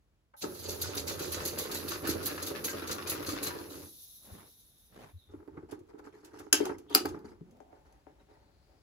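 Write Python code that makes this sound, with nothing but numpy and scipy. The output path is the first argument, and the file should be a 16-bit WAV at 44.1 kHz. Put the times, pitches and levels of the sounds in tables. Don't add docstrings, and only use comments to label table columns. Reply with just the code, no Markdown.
import sys
import numpy as np
from scipy import signal
from scipy.fft import rfft, irfft, next_fast_len
from scipy.io import wavfile
from scipy.ndimage import uniform_filter1d, map_coordinates

SR = 44100
rng = np.random.default_rng(int(sys.argv[2]) if len(sys.argv) > 2 else 0)


def persist_wave(psi):
    counts = np.round(np.clip(psi, -1, 1) * 32767).astype(np.int16)
    wavfile.write(sys.argv[1], SR, np.atleast_2d(counts).T)


N = 388962

# (peak time [s], low-band level [dB], emptying time for 4 dB [ms], top band over low band [dB])
PUFFS = [(0.43, -42.5, 7, -10), (0.552, -56, 40, 0), (0.6, -53, 26, 2), (0.658, -46, 13, -16),
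         (0.695, -43, 24, 0.5), (0.819, -41.5, 9, 6.5), (0.845, -44.5, 34, -29), (0.957, -43, 1, 8),
         (0.98, -37.5, 10.5, -2), (1.083, -37.5, 18.5, -3), (1.2, -44.5, 7, 4.5), (1.227, -44.5, 30, -2),
         (1.323, -49, 9.5, 14), (1.347, -41, 11, -25.5), (1.414, -52, 81, -6), (1.458, -41, 11, 4.5),
         (1.478, -41, 10.5, 3), (1.591, -38.5, 19.5, -1), (1.723, -41.5, 8, -0.5), (1.75, -41.5, 21, 2.5),
         (1.887, -42.5, 10.5, 6.5), (1.921, -41.5, 13, -8), (2.076, -42.5, 11, 8), (2.1, -36, 9.5, -2),
         (2.236, -47.5, 55, 0.5), (2.264, -37, 7, 7), (2.43, -41.5, 8, 3), (2.473, -41, 10, 2),
         (2.649, -38.5, 11.5, 6), (2.698, -44, 12, 1), (2.881, -45, 12, -1.5), (2.92, -37.5, 8, 2),
         (3.08, -42.5, 23, 0), (3.103, -39, 9.5, 9), (3.229, -57, 27, 6), (3.273, -42.5, 9, -1),
         (3.296, -43.5, 24.5, -1.5), (3.434, -41, 11, 7.5), (3.475, -39, 6, 2.5), (3.592, -61, 15, -28),
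         (3.708, -56.5, 58, -0.5)]
# (frequency [Hz], relative density [dB per Hz])
JET = [
    [(1800, -12), (3300, -5.5), (4100, 2), (4800, 1), (5600, -15), (8000, -34.5)],
    [(4000, -24), (5400, -8), (6300, 0.5), (7500, -7), (9000, -9.5), (11000, -36)],
    [(8000, -33.5), (9500, -11.5), (11000, -1.5), (12300, 2.5), (13500, -20), (14500, -6.5), (15700, -7),
     (16200, -77)],
]
OPENS_MS = 7.5
SNAP_DB, MIDDLE_DB = 0.42, -1


def exhaust():
    power = np.zeros((3, N))
    t = np.arange(N) / SR
    for s, db, fall_ms, top_db in PUFFS:
        near = slice(round(s * SR) - SR // 5, round(s * SR) + SR // 5)
        ms = 1000 * (t[near] - s)
        opening_ms = OPENS_MS * amp(-SNAP_DB * top_db)
        drop_db = 4 * np.where(ms < 0, np.abs(ms / opening_ms) ** 3, ms / fall_ms)
        band_db = db + np.array([[0], [MIDDLE_DB], [top_db]])
        power[:, near] += amp(band_db - drop_db) ** 2
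    jets = 0
    for p, band in zip(power, JET):
        turbulence = noise(colour(band), grains=6000, spread_db=1.5, patchy_db=2.5)
        jets = jets + np.sqrt(p) * flutter(180, 1.5) * turbulence
    return jets


# (time [s], level [dB])
LEAK = [(.365, -66), (.375, -54), (.42, -54), (.5, -51.5), (0.6, -56.5), (1.76, -51), (3.5, -56.5),
        (3.94, -53.5), (5.12, -72.5), (5.45, -87.5), (5.6, -100)]
# (frequency [Hz], relative density [dB per Hz])
SEAL = [(1000, -76.5), (2000, -37), (3000, -21.5), (3900, -9), (5000, -14.5), (5900, -8), (7800, -18.5),
        (9800, -15), (10500, -2.5), (12500, -4.5), (13200, -10), (13800, -7), (15000, -7), (15700, -16.5),
        (16200, -55.5)]
# (time [s], frequency [Hz], level [dB])
WHISTLE = [(3.6, 3800, -83), (3.9, 3740, -65.5), (4.6, 3710, -71.5), (5.16, 3680, -79), (5.18, 3970, -69),
           (5.22, 3730, -65), (5.31, 3600, -75), (5.35, 3500, -88)]
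LAST_AIR_S = 5.16


def leak():
    hiss = amp(curves(LEAK)[0]) * flutter(30, 1.6) * noise(colour(SEAL), patchy_db=2.0)
    breathy = glide(WHISTLE, width_hz=260, clear=0)
    squeaky = glide(WHISTLE, width_hz=170, clear=.3)
    return hiss + np.where(np.arange(N) / SR < LAST_AIR_S, breathy, squeaky)


# (time [s], relative level [dB], panel frequency [Hz])
LURCHES = [(0.687, -29.5, 450), (0.813, -41, 456), (0.867, -39, 389), (0.941, -46, 382), (0.966, -31, 274),
           (1.002, -42, 362), (1.106, -32.5, 456), (1.206, -30, 360), (1.369, -32.5, 530), (1.42, -34, 304),
           (1.463, -32, 350), (1.531, -30.5, 470), (1.571, -37, 347), (1.615, -28.5, 447),
           (1.847, -38, 414), (1.903, -29.5, 372), (2.025, -28, 302), (2.042, -34, 315),
           (2.089, -22.5, 324), (2.121, -36, 433), (2.153, -25.5, 370), (2.283, -55, 306),
           (2.508, -27, 394), (2.655, -39, 280), (2.744, -27, 335), (2.769, -39, 360), (2.825, -26, 328),
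           (2.903, -30, 388), (2.927, -35, 320), (2.978, -53, 433), (3.048, -37, 290), (3.117, -29, 403),
           (3.196, -30.5, 306), (3.283, -24.5, 317), (3.329, -25.5, 294), (3.419, -51, 447),
           (3.468, -30, 310), (3.552, -31, 404)]
LURCH_RISE_S, LURCH_T60_S = 0.0025, 0.044


def lurches():
    jolts, bumps, t = np.zeros(N), np.zeros((2, N)), np.arange(SR // 10) / SR
    for s, db, hz in LURCHES:
        at = slice(round(s * SR), round(s * SR) + len(t))
        swell = amp(db + 2.5 - 60 * t / LURCH_T60_S) * (1 - np.exp(-t / LURCH_RISE_S))
        phase = rng.uniform(0, 2 * np.pi) + np.array([[0], [np.pi / 2]])
        jolts[at] += swell
        bumps[:, at] += swell * np.sin(2 * np.pi * hz * t + phase)
    return jolts, bumps


# (time [s], relative level [dB], ring frequency [Hz])
CLACKS = [(0.552, -45.5, 1330), (0.84, -30.5, 1475), (0.934, -41, 2730), (0.954, -47, 3940),
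          (1.072, -47, 4270), (1.201, -38, 3900), (1.344, -33.5, 1477), (1.396, -34.5, 1320),
          (1.454, -52.5, 4040), (1.573, -37.5, 4270), (1.696, -32, 1260), (1.917, -28.5, 1473),
          (2.018, -48.5, 1130), (2.085, -26.5, 1330), (2.209, -38, 1310), (2.276, -29.5, 1346),
          (2.303, -33.5, 1670), (2.378, -30, 1716), (2.427, -49.5, 4180), (2.504, -34.5, 1290),
          (2.55, -28.5, 1724), (2.642, -36.5, 3050), (2.681, -26.5, 1587), (2.732, -30, 1240),
          (2.82, -31.5, 1340), (2.895, -27.5, 1325), (2.982, -28, 1123), (3.061, -34, 2460),
          (3.117, -30, 1326), (3.151, -35.5, 1080), (3.227, -31.5, 1300), (3.29, -25, 1227),
          (3.418, -38.5, 4080), (3.464, -26, 4100), (3.506, -29.5, 972), (3.588, -36.5, 966),
          (3.709, -43.5, 1300)]
SHIVER_DB, SHIVER_T60_S = -14, 0.11


def crank_stops():
    clacks, shiver, t = np.zeros((2, N)), np.zeros(N), np.arange(SR // 10) / SR
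    for s, db, hz in CLACKS:
        at = slice(round(s * SR), round(s * SR) + len(t))
        parts = hz * np.exp(rng.normal(0, .45, (4, 1)))
        ring = np.sin(2 * np.pi * hz * t) + 0.26 * np.sum(np.sin(2 * np.pi * parts * t), axis=0)
        tick = 0.82 * amp(-60 * t / 0.0045) * rng.standard_normal((2, len(t)))
        clacks[:, at] += amp(db - 12.5) * (amp(-60 * t / 0.14) * ring + tick)
        shiver[at] += amp(db + SHIVER_DB - 60 * t / SHIVER_T60_S)
    return clacks, shiver


# (time [s], level [dB])
DRIVE = [(0.43, -47), (0.455, -43), (0.54, -51), (0.71, -44.5), (1.8, -44), (3.6, -44.5), (3.71, -47),
         (3.86, -54.5), (4.01, -120)]
# (time [s], plastic clatter [dB], floor rumble [dB])
CLATTER = [(0.4, -8, -8), (0.7, -13.5, -7), (1.1, -6.5, -6), (1.75, -8, -12.5), (2.1, -6, -7.5),
           (2.7, -6.5, -13), (3.3, -4, -9), (3.7, -9.5, -13.5), (4.1, -9, 9)]
# (frequency [Hz], width [Hz], relative level [dB])
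BOX = [(180, 64, -9), (213.4, 50, -5.5), (296.4, 26, 0.5), (360.3, 19, 2), (420, 25.1, 1.5), (545, 100, -6),
       (839, 46, -10.5), (883, 110, -15), (1325, 240, -19), (1600, 150, -22), (2050, 460, -33)]
# (frequency [Hz], relative density [dB per Hz])
PLASTIC = [(500, -5.5), (800, -8.5), (1270, -0.5), (1700, -6), (2200, -11), (3000, -12), (5000, -14),
           (9000, -31)]
# (frequency [Hz], width [Hz], relative level [dB])
GEARS = [(1780, 260, -2.5), (2670, 300, 0), (3070, 210, -8), (4190, 600, -4.5), (5350, 1200, -11)]
# (frequency [Hz], width [Hz], relative level [dB])
BOARDS = [(50, 50, -11), (86, 12, 8), (160, 14, -2)]
GEARS_DB = -8.5
LUMPS_DB = 0.5
NEAR_S = 1.88


def rolling():
    shake, (clatter, rumble) = amp(curves(DRIVE)[0]), amp(curves(CLATTER))
    jolts, bumps = lurches()
    clacks, shiver = crank_stops()
    near = np.clip(np.arange(N) / SR / NEAR_S, 0, 1) ** 2
    whole_box = noise(modes(BOX), grains=450, spread_db=1.5)
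    thin_box = noise(modes(BOX[:1] + BOX[3:]), grains=410, spread_db=1.5)
    box_drive = amp(-1.5) * shake * flutter(14, LUMPS_DB) + 0.36 * jolts
    box = box_drive * (near * whole_box + np.sqrt(1 - near ** 2) * thin_box) + 0.78 * bumps
    rattle = noise(colour(PLASTIC), grains=1300, spread_db=1.8, patchy_db=3.0)
    ticks = amp(GEARS_DB) * noise(modes(GEARS), grains=170, spread_db=4.5)
    frame = (shake * clatter * flutter(35, 3.45) + shiver) * (rattle + ticks)
    floor = rumble * (shake * flutter(5.26, 1.0) + .5 * jolts) * noise(modes(BOARDS))
    return box + frame + clacks + floor


# (time [s], relative level [dB], plate index [whole part counts], chatter t60 [s])
CLICKS = [(5.335, -79, 0, .03), (5.476, -62, 1, 0.016), (5.709, -41.5, 0.82, 0.061), (5.79, -56, 0, 0.032),
          (5.87, -67, 0, 0.044), (5.99, -55, 1, 0.019), (6.043, -76, 0, .02), (6.061, -55, 0, 0.017),
          (6.246, -40, 0, 0.046), (6.388, -39.5, 0.98, 0.047), (6.5271, -1.5, 0, 0.013),
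          (6.653, -28, 0, 0.024), (6.7812, -44, 0, 0.044), (6.897, -45.5, 1, 0.022), (6.929, -47, 0, 0.018),
          (6.941, -31, 1, .05), (6.9486, -2.5, 1, 0.008), (7.055, -26.5, 1, 0.016), (7.086, -39, 0, 0.0294),
          (7.19, -55.5, 1, 0.013), (7.252, -60, 1, 0.019), (7.29, -64, 1, 0.074), (7.509, -57, 0, 0.021),
          (7.568, -63, 1, 0.016), (7.603, -57.5, 0, .015), (7.853, -75, 0, 0.018), (7.924, -56, 0, 0.02)]
# (frequency [Hz], relative level [dB], t60 [s])
LATCHES = [
    [(1569, -8.5, 0.11), (2690, -10.5, .14), (2860, -12, 0.17), (3160, -7, 0.2), (4900, -8, 0.07),
     (5210, -7, 0.07), (5640, -12.5, .1), (6100, -2.5, .1), (6323, 3.5, .05), (6690, -5, 0.088),
     (7460, -6.5, .09), (10360, -3, 0.037), (10600, -11.5, .06), (12000, -4.5, 0.028)],
    [(782, -0.5, 0.13), (1308, -6, 0.11), (2562, -13, 0.12), (2910, -12.5, 0.18), (4280, -2.5, 0.027),
     (4750, 4.5, 0.026), (6400, -10, 0.061), (7560, -9.5, .06), (7700, -18, .06), (9780, -10, .03),
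     (11240, -4.5, .04), (12500, 1, .035), (14400, 5, .03), (15600, -2.5, .02)],
]
RING_DB, DAMPING_DB_PER_S = 2, -180
REBOUND_DB = 2.5


def latches():
    out, t = np.zeros((2, N + SR)), np.arange(SR // 4) / SR
    for s, db, which, length in CLICKS:
        steps = np.repeat(rng.standard_normal(len(t) // 80 + 1), repeats=80)[:len(t)]
        bounces = amp(REBOUND_DB * steps * (t > .003))
        ring = 0
        for hz, level, t60 in LATCHES[int(which)]:
            drift = np.cumsum(rng.normal(0, .085, (2, len(t))), axis=1) + rng.normal(0, .8, (2, 1))
            decay = 2.6 * amp(-60 * t / 0.0089) + 0.27 * amp(-60 * t / t60)
            ring = ring + amp(level + rng.normal(0, 2.3)) * decay * np.sin(2 * np.pi * hz * t + drift)
        fade = 3.8 * amp(-60 * t / 0.003) + 1.9 * amp(-60 * t / length) + 0.19 * amp(-60 * t / 0.18)
        crack = fade * rng.standard_normal((2, len(t)))
        rise = (1 - np.exp(-t / (0.0006 + 0.035 * length))) ** 2
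        plate = amp(RING_DB + DAMPING_DB_PER_S * length) * np.sqrt(bounces) * ring
        out[:, round(s * SR):][:, :len(t)] += amp(db - 8.5) * rise * (plate + bounces * crack)
    return filtered(out[:, :N], lambda f: modes([(5000, 16000, 0)])(f) / (1 + (f / 15500) ** 24))


# (time [s], relative level [dB], hardness [dB], bounce over level [dB], bounce frequency [Hz])
KNOCKS = [(0.336, -73.5, 22.5, -3, 97), (0.436, -23, -13, -8.5, 214), (5.338, -34, -25, -9.5, 83),
          (5.477, -35.5, -18, -18, 161), (5.551, -46, -25, -17, 100), (5.571, -35, -11.5, -1, 160),
          (5.629, -37, -25, -4, 81.5), (5.694, -51, -20, -15, 75), (5.723, -29, -15.5, -11, 99),
          (5.807, -44, -41, 0, 97), (5.939, -40, -28, -5, 196), (5.991, -43, -8.5, -31, 200),
          (6.067, -41, -10, -12, 86), (6.137, -47, -22, -21, 73), (6.336, -39, -13, -15.5, 94),
          (6.398, -38.5, -8, -16.5, 77), (6.532, -18.5, -11.5, -18.5, 197),
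          (6.604, -16.5, -36, -23.5, 91.5), (6.628, -29, -32, -20.5, 101), (6.649, -38, -4, -8, 209),
          (6.692, -27, -8, -8, 183), (6.713, -27, -19.5, -18, 194), (6.905, -39, -27.5, -6.5, 156),
          (6.952, -17.5, -13.5, -11, 219), (7.051, -21, -10, -17, 162), (7.141, -33, -12, 0, 184.4),
          (7.168, -34.5, -21, -7, 153.3), (7.245, -36, -22, -0.5, 210.7), (7.41, -41.5, -45, 10.5, 170.6),
          (7.603, -48.5, -23, -15.5, 100), (7.729, -50, -26, -26.5, 86.2), (8.068, -46, -25, -20, 73.1),
          (8.312, -54.5, -26, -16, 122.6)]
# (frequency [Hz], width [Hz], relative level [dB])
OPEN_BOX = [(261, 61, -3.5), (316.7, 85, 1), (421.7, 18, 5), (557, 51, -0.5), (762, 39, 1), (876, 71, -2.5),
            (1473, 710, -13.5), (2189, 980, -17.5)]
LID_OFF_S = 7.45
CONTACT_S = 0.0043
LOW_PANELS_DB, HIGH_PANELS_DB = 19.5, 57.5


def knocks():
    shut, opened, hard, low = np.zeros((4, 2, N + SR))
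    t = np.arange(SR // 5) / SR
    u = t / CONTACT_S
    for s, db, hard_db, low_db, low_hz in KNOCKS:
        at = slice(round(s * SR), round(s * SR) + len(t))
        touch = u * np.exp(-u) * rng.standard_normal((2, len(t)))
        touch /= np.sqrt(np.mean(np.sum(touch ** 2, axis=1)))
        push = np.exp(-t / 0.00023) * [[1], [rng.normal()]]
        struck = shut if s < LID_OFF_S else opened
        struck[:, at] += amp(db + LOW_PANELS_DB) * (1.28 * push + 1.2 * touch)
        hard[:, at] += amp(db + hard_db + HIGH_PANELS_DB) * touch
        bounce = amp(db + low_db - 60 * t / 0.065) * (1 - np.exp(-t / .004))
        low[:, at] += bounce * np.sin(2 * np.pi * low_hz * t)
    below, above = BOX[2:5], [(620, 250, -24)] + BOX[6:]
    panels = filtered(shut[:, :N], modes(below)) + filtered(opened[:, :N], modes(OPEN_BOX))
    return panels + filtered(hard[:, :N], modes(above)) + low[:, :N]


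# (time [s], drone level [dB])
HANDS = [(5.29, -68), (5.33, -57), (5.44, -64), (5.57, -58.5), (5.75, -71), (5.86, -63.5), (5.95, -49),
         (6.1, -68), (6.3, -70), (6.5, -60), (6.7, -63), (6.84, -62.5), (6.95, -49.5), (7.1, -59),
         (7.36, -64), (7.94, -80.5), (8.82, -71.5)]
# (start [s], level [dB], length [s])
RUBS = [(5.307, -69.5, 0.036), (5.575, -86, 0.058), (5.687, -60, 0.074), (5.884, -67, 0.03),
        (5.979, -60, 0.023), (6.039, -58, 0.055), (6.123, -64, 0.13), (6.231, -67, 0.17),
        (6.332, -60, 0.15), (6.597, -45.5, 0.12), (6.894, -52.5, 0.13), (7.053, -60, 0.13),
        (7.244, -60, 0.084), (7.712, -72.5, 0.1), (7.849, -71, 0.15), (8.07, -74, 0.064),
        (8.195, -72, 0.049), (8.285, -73.5, 0.15)]
# (time [s], level [dB])
LEANS = [(5.35, -54), (5.57, -55.5), (6.06, -70), (6.4, -61.5), (6.601, -59), (6.73, -56), (6.9, -66.5),
         (7.09, -48.5), (7.3, -56.5)]
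# (frequency [Hz], relative density [dB per Hz])
RUSTLE = [(500, -8), (820, 4.5), (930, 10), (1050, -3), (1500, 0.5), (2000, -3), (3400, -16.5), (4500, -8),
          (8000, -17.5), (12000, -20), (16200, -50)]
SKIN_DB = -31.5
LEAN_S = 0.051


def hands():
    grip, slides = amp(curves(HANDS)[0]), sum(stroke(*row) for row in RUBS)
    weight = sum(bell(s, db, LEAN_S) for s, db in LEANS) + amp(-18.0) * grip
    shut = noise(modes(BOX[2:5] + BOX[6:]), grains=1100, spread_db=4.0)
    opened = noise(modes(OPEN_BOX), patchy_db=1.5)
    box = np.where(np.arange(N) / SR < LID_OFF_S, shut, opened)
    drone = (grip * flutter(30, 4) + amp(3.5) * slides) * box
    skin = noise(colour(RUSTLE), grains=5200, spread_db=-5.5, patchy_db=5.5)
    return weight * noise(modes(BOARDS[:2])) + drone + (amp(SKIN_DB) * grip + slides) * skin


BAND_BEFORE_SNAP = [(6.86, 3300, -92), (6.89, 3350, -63), (6.93, 3300, -50), (6.947, 3400, -51),
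                    (6.955, 3350, -93.5)]
CAVITY = [(7.43, 165, -83.5), (7.46, 168.5, -72.5), (7.52, 230.6, -63), (7.62, 260, -66), (7.8, 289, -81),
          (7.9, 284, -86)]
HINGE = [(7.47, 413, -86), (7.52, 489, -62.5), (7.6, 641, -63), (7.75, 759, -61), (7.85, 866, -73),
         (8.0, 913, -95), (8.04, 910, -85.5)]
SWISH = [(7.95, 3940, -88), (8.2, 3900, -90), (8.32, 4180, -80), (8.6, 4400, -77.5), (8.82, 4900, -79)]
SQUEAK = [(8.19, 1900, -95), (8.2, 1930, -71), (8.225, 1880, -81), (8.24, 1880, -96.5)]


def opening():
    rubs = glide(BAND_BEFORE_SNAP, width_hz=390, clear=0) + glide(CAVITY, width_hz=28, clear=0.55)
    rubs = rubs + glide(HINGE, width_hz=140, clear=.15) + glide(SWISH, width_hz=540, clear=0)
    octave_up = [(s, 2 * hz, db) for s, hz, db in SQUEAK]
    return rubs + glide(SQUEAK, width_hz=60, clear=.6) + glide(octave_up, width_hz=60, clear=.6)


# (thud [s], level [dB], thud width [s], scuff [s], level [dB], scuff width [s])
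STEPS = [(4.327, -39.5, 0.0083, 4.36, -54, 0.087), (5.159, -40.5, 0.017, 5.02, -51.5, 0.066)]
# (frequency [Hz], relative density [dB per Hz])
CARPET = [(100, 4), (500, 2), (1500, -7), (4000, -18.5), (10000, -28), (14000, -44), (16100, -80)]


def footsteps():
    thud = sum(bell(*row[:3]) for row in STEPS) * np.sin(2 * np.pi * BOARDS[1][0] * np.arange(N) / SR)
    box_jolt = bell(STEPS[0][0], -55.0, 0.049) * noise(modes(BOX[:2]))
    carpet = noise(colour(CARPET), grains=2500, spread_db=-2.0, patchy_db=2.5)
    return thud + box_jolt + sum(bell(*row[3:]) for row in STEPS) * carpet


# (time [s], level [dB])
BACKGROUND = [(0, -69), (.35, -71.5), (.6, -68), (8.82, -63)]
# (frequency [Hz], relative density [dB per Hz])
ROOM_TONE = [(15, -29), (30, -5), (53, 8), (102, -3.5), (242, -12.5), (887, -23), (1400, -25.5),
             (7710, -35.5), (9070, -37), (9840, -38.5), (16000, -39)]


def room_tone():
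    return amp(curves(BACKGROUND)[0]) * flutter(8.6, 0.56) * noise(colour(ROOM_TONE))


# (frequency [Hz], t60 [s])
ROOM = [(200, 0.43), (2000, 0.19), (6000, 0.16), (14000, 0.05045)]


def walls(x):
    hz, t, z = signal.stft(rng.standard_normal((2, SR // 2)), SR, nperseg=256)
    tail = signal.istft(z * amp(-60 * t / along(ROOM, hz)[:, None]), SR, nperseg=256)[1]
    late = np.pad(x, ((0, 0), (200, 0)))
    return signal.fftconvolve(late, tail / np.linalg.norm(tail[0]), axes=1)[:, :N]


# (frequency [Hz], correlation [0 to 1])
ALIKE = [(60, .93), (300, 0.97), (700, 0.1), (3000, 0.32), (5500, 0.1), (8000, 0.69), (15000, 1)]
# (frequency [Hz], lag [rad])
LAG = [(60, 0.69), (400, 0.63), (1000, 1.3), (2200, 1.8), (3500, 1.78), (7000, 1), (9000, 3), (11200, 7.1),
       (13300, 8.66), (15000, 11.5), (17000, 9.5)]
# (frequency [Hz], left over right [dB])
BASS_LEFT = [(100, -1.5), (300, -3), (700, 0.5), (2000, 0)]


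def ports(pair, pan_db):
    def mid_side(hz):
        turn = np.arccos(np.clip(along(ALIKE, hz), -1, 1)) / 2
        return np.array([np.cos(turn), np.sin(turn)])

    def difference(hz):
        lag = np.exp(np.outer([-.5j, .5j], along(LAG, hz)))
        return lag * amp(np.outer([.5, -.5], along(BASS_LEFT, hz)))

    mid, side = filtered(pair, mid_side)
    both = filtered(np.array([mid + side, mid - side]), difference)
    return both * amp(np.outer([.5, -.5], pan_db))


def amp(db):
    return 10 ** (np.asarray(db) / 20)


def unit(x):
    return x / np.sqrt(np.mean(x ** 2) + 1e-20)


def along(points, hz):
    f, v = np.transpose(points)
    return np.interp(np.log(hz + 1), np.log(f + 1), v)


def curves(rows):
    s, *cols = np.transpose(rows)
    return [np.interp(np.arange(N) / SR, s, c, -120, -120) for c in cols]


def filtered(x, response):
    m = next_fast_len(N + SR // 2)
    return irfft(rfft(x, m) * response(np.fft.rfftfreq(m, 1 / SR)), m)[..., :N]


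def colour(points):
    return lambda hz: amp(along(points, hz))


def modes(table):
    def response(f):
        total = 0
        for k, (c, w, db) in enumerate(table):
            total = total + (-1) ** k * amp(db) * 1j * f * w / (c * c - f * f + 1j * f * w)
        return total
    return response


def noise(response, grains=0., spread_db=0., patchy_db=0.):
    x = rng.standard_normal((2, N))
    if grains:
        strength = amp(spread_db * np.minimum(rng.exponential(size=N), 3.5))
        x = x * (rng.random(N) < grains / SR) * strength
    if patchy_db:
        z = signal.stft(x, nperseg=256)[2]
        field = uniform_filter1d(rng.standard_normal(z.shape[1:]), size=2, axis=0)
        field = uniform_filter1d(field, size=7, axis=1)
        x = signal.istft(z * amp(patchy_db * unit(field)), nperseg=256)[1][:, :N]
    return unit(filtered(x, response))


def flutter(rate, depth_db):
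    knots = rng.standard_normal(int(N * rate / SR) + 4)
    return amp(depth_db * map_coordinates(knots, [np.arange(N) * rate / SR]))


def glide(table, width_hz, clear):
    hz, db = curves(table)
    fuzz = noise(lambda f: 1 / (1 + (f / width_hz) ** 2))
    return amp(db) * (clear + fuzz) * np.sin(2 * np.pi * np.cumsum(hz) / SR)


def bell(s, db, length):
    return amp(db) * np.exp(-.5 * np.abs((np.arange(N) / SR - s) / length) ** 3)


def stroke(s, db, length):
    u = np.maximum(np.arange(N) / SR - s, 0)
    return amp(db) * (1 - np.exp(-u / .004)) * np.exp(-(u / length) ** 3)


# (time [s], left over right [dB])
AIM = [(0, 1.5), (.6, -2), (3.4, 0.5), (4.6, 0.5), (7.3, 0.5), (8.82, 4)]


def scene():
    truck, metal, wood = exhaust() + leak() + rolling(), latches(), knocks()
    far = amp(-8.0) * truck + amp(-8.0) * metal + amp(-9.5) * wood
    person = hands() + opening() + footsteps()
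    return ports(truck + metal + wood + walls(far) + person + room_tone(), curves(AIM)[0])


PEAK, TOP_HZ = .9, 17100


def record(dry):
    x = filtered(dry, lambda hz: (1j * hz / (48 + 1j * hz)) ** 2)
    x = x / (1 + np.abs(x / PEAK) ** 4) ** (1 / 4)
    return filtered(x, lambda hz: hz < TOP_HZ)


dry = scene()
out = record(dry)
persist_wave(out)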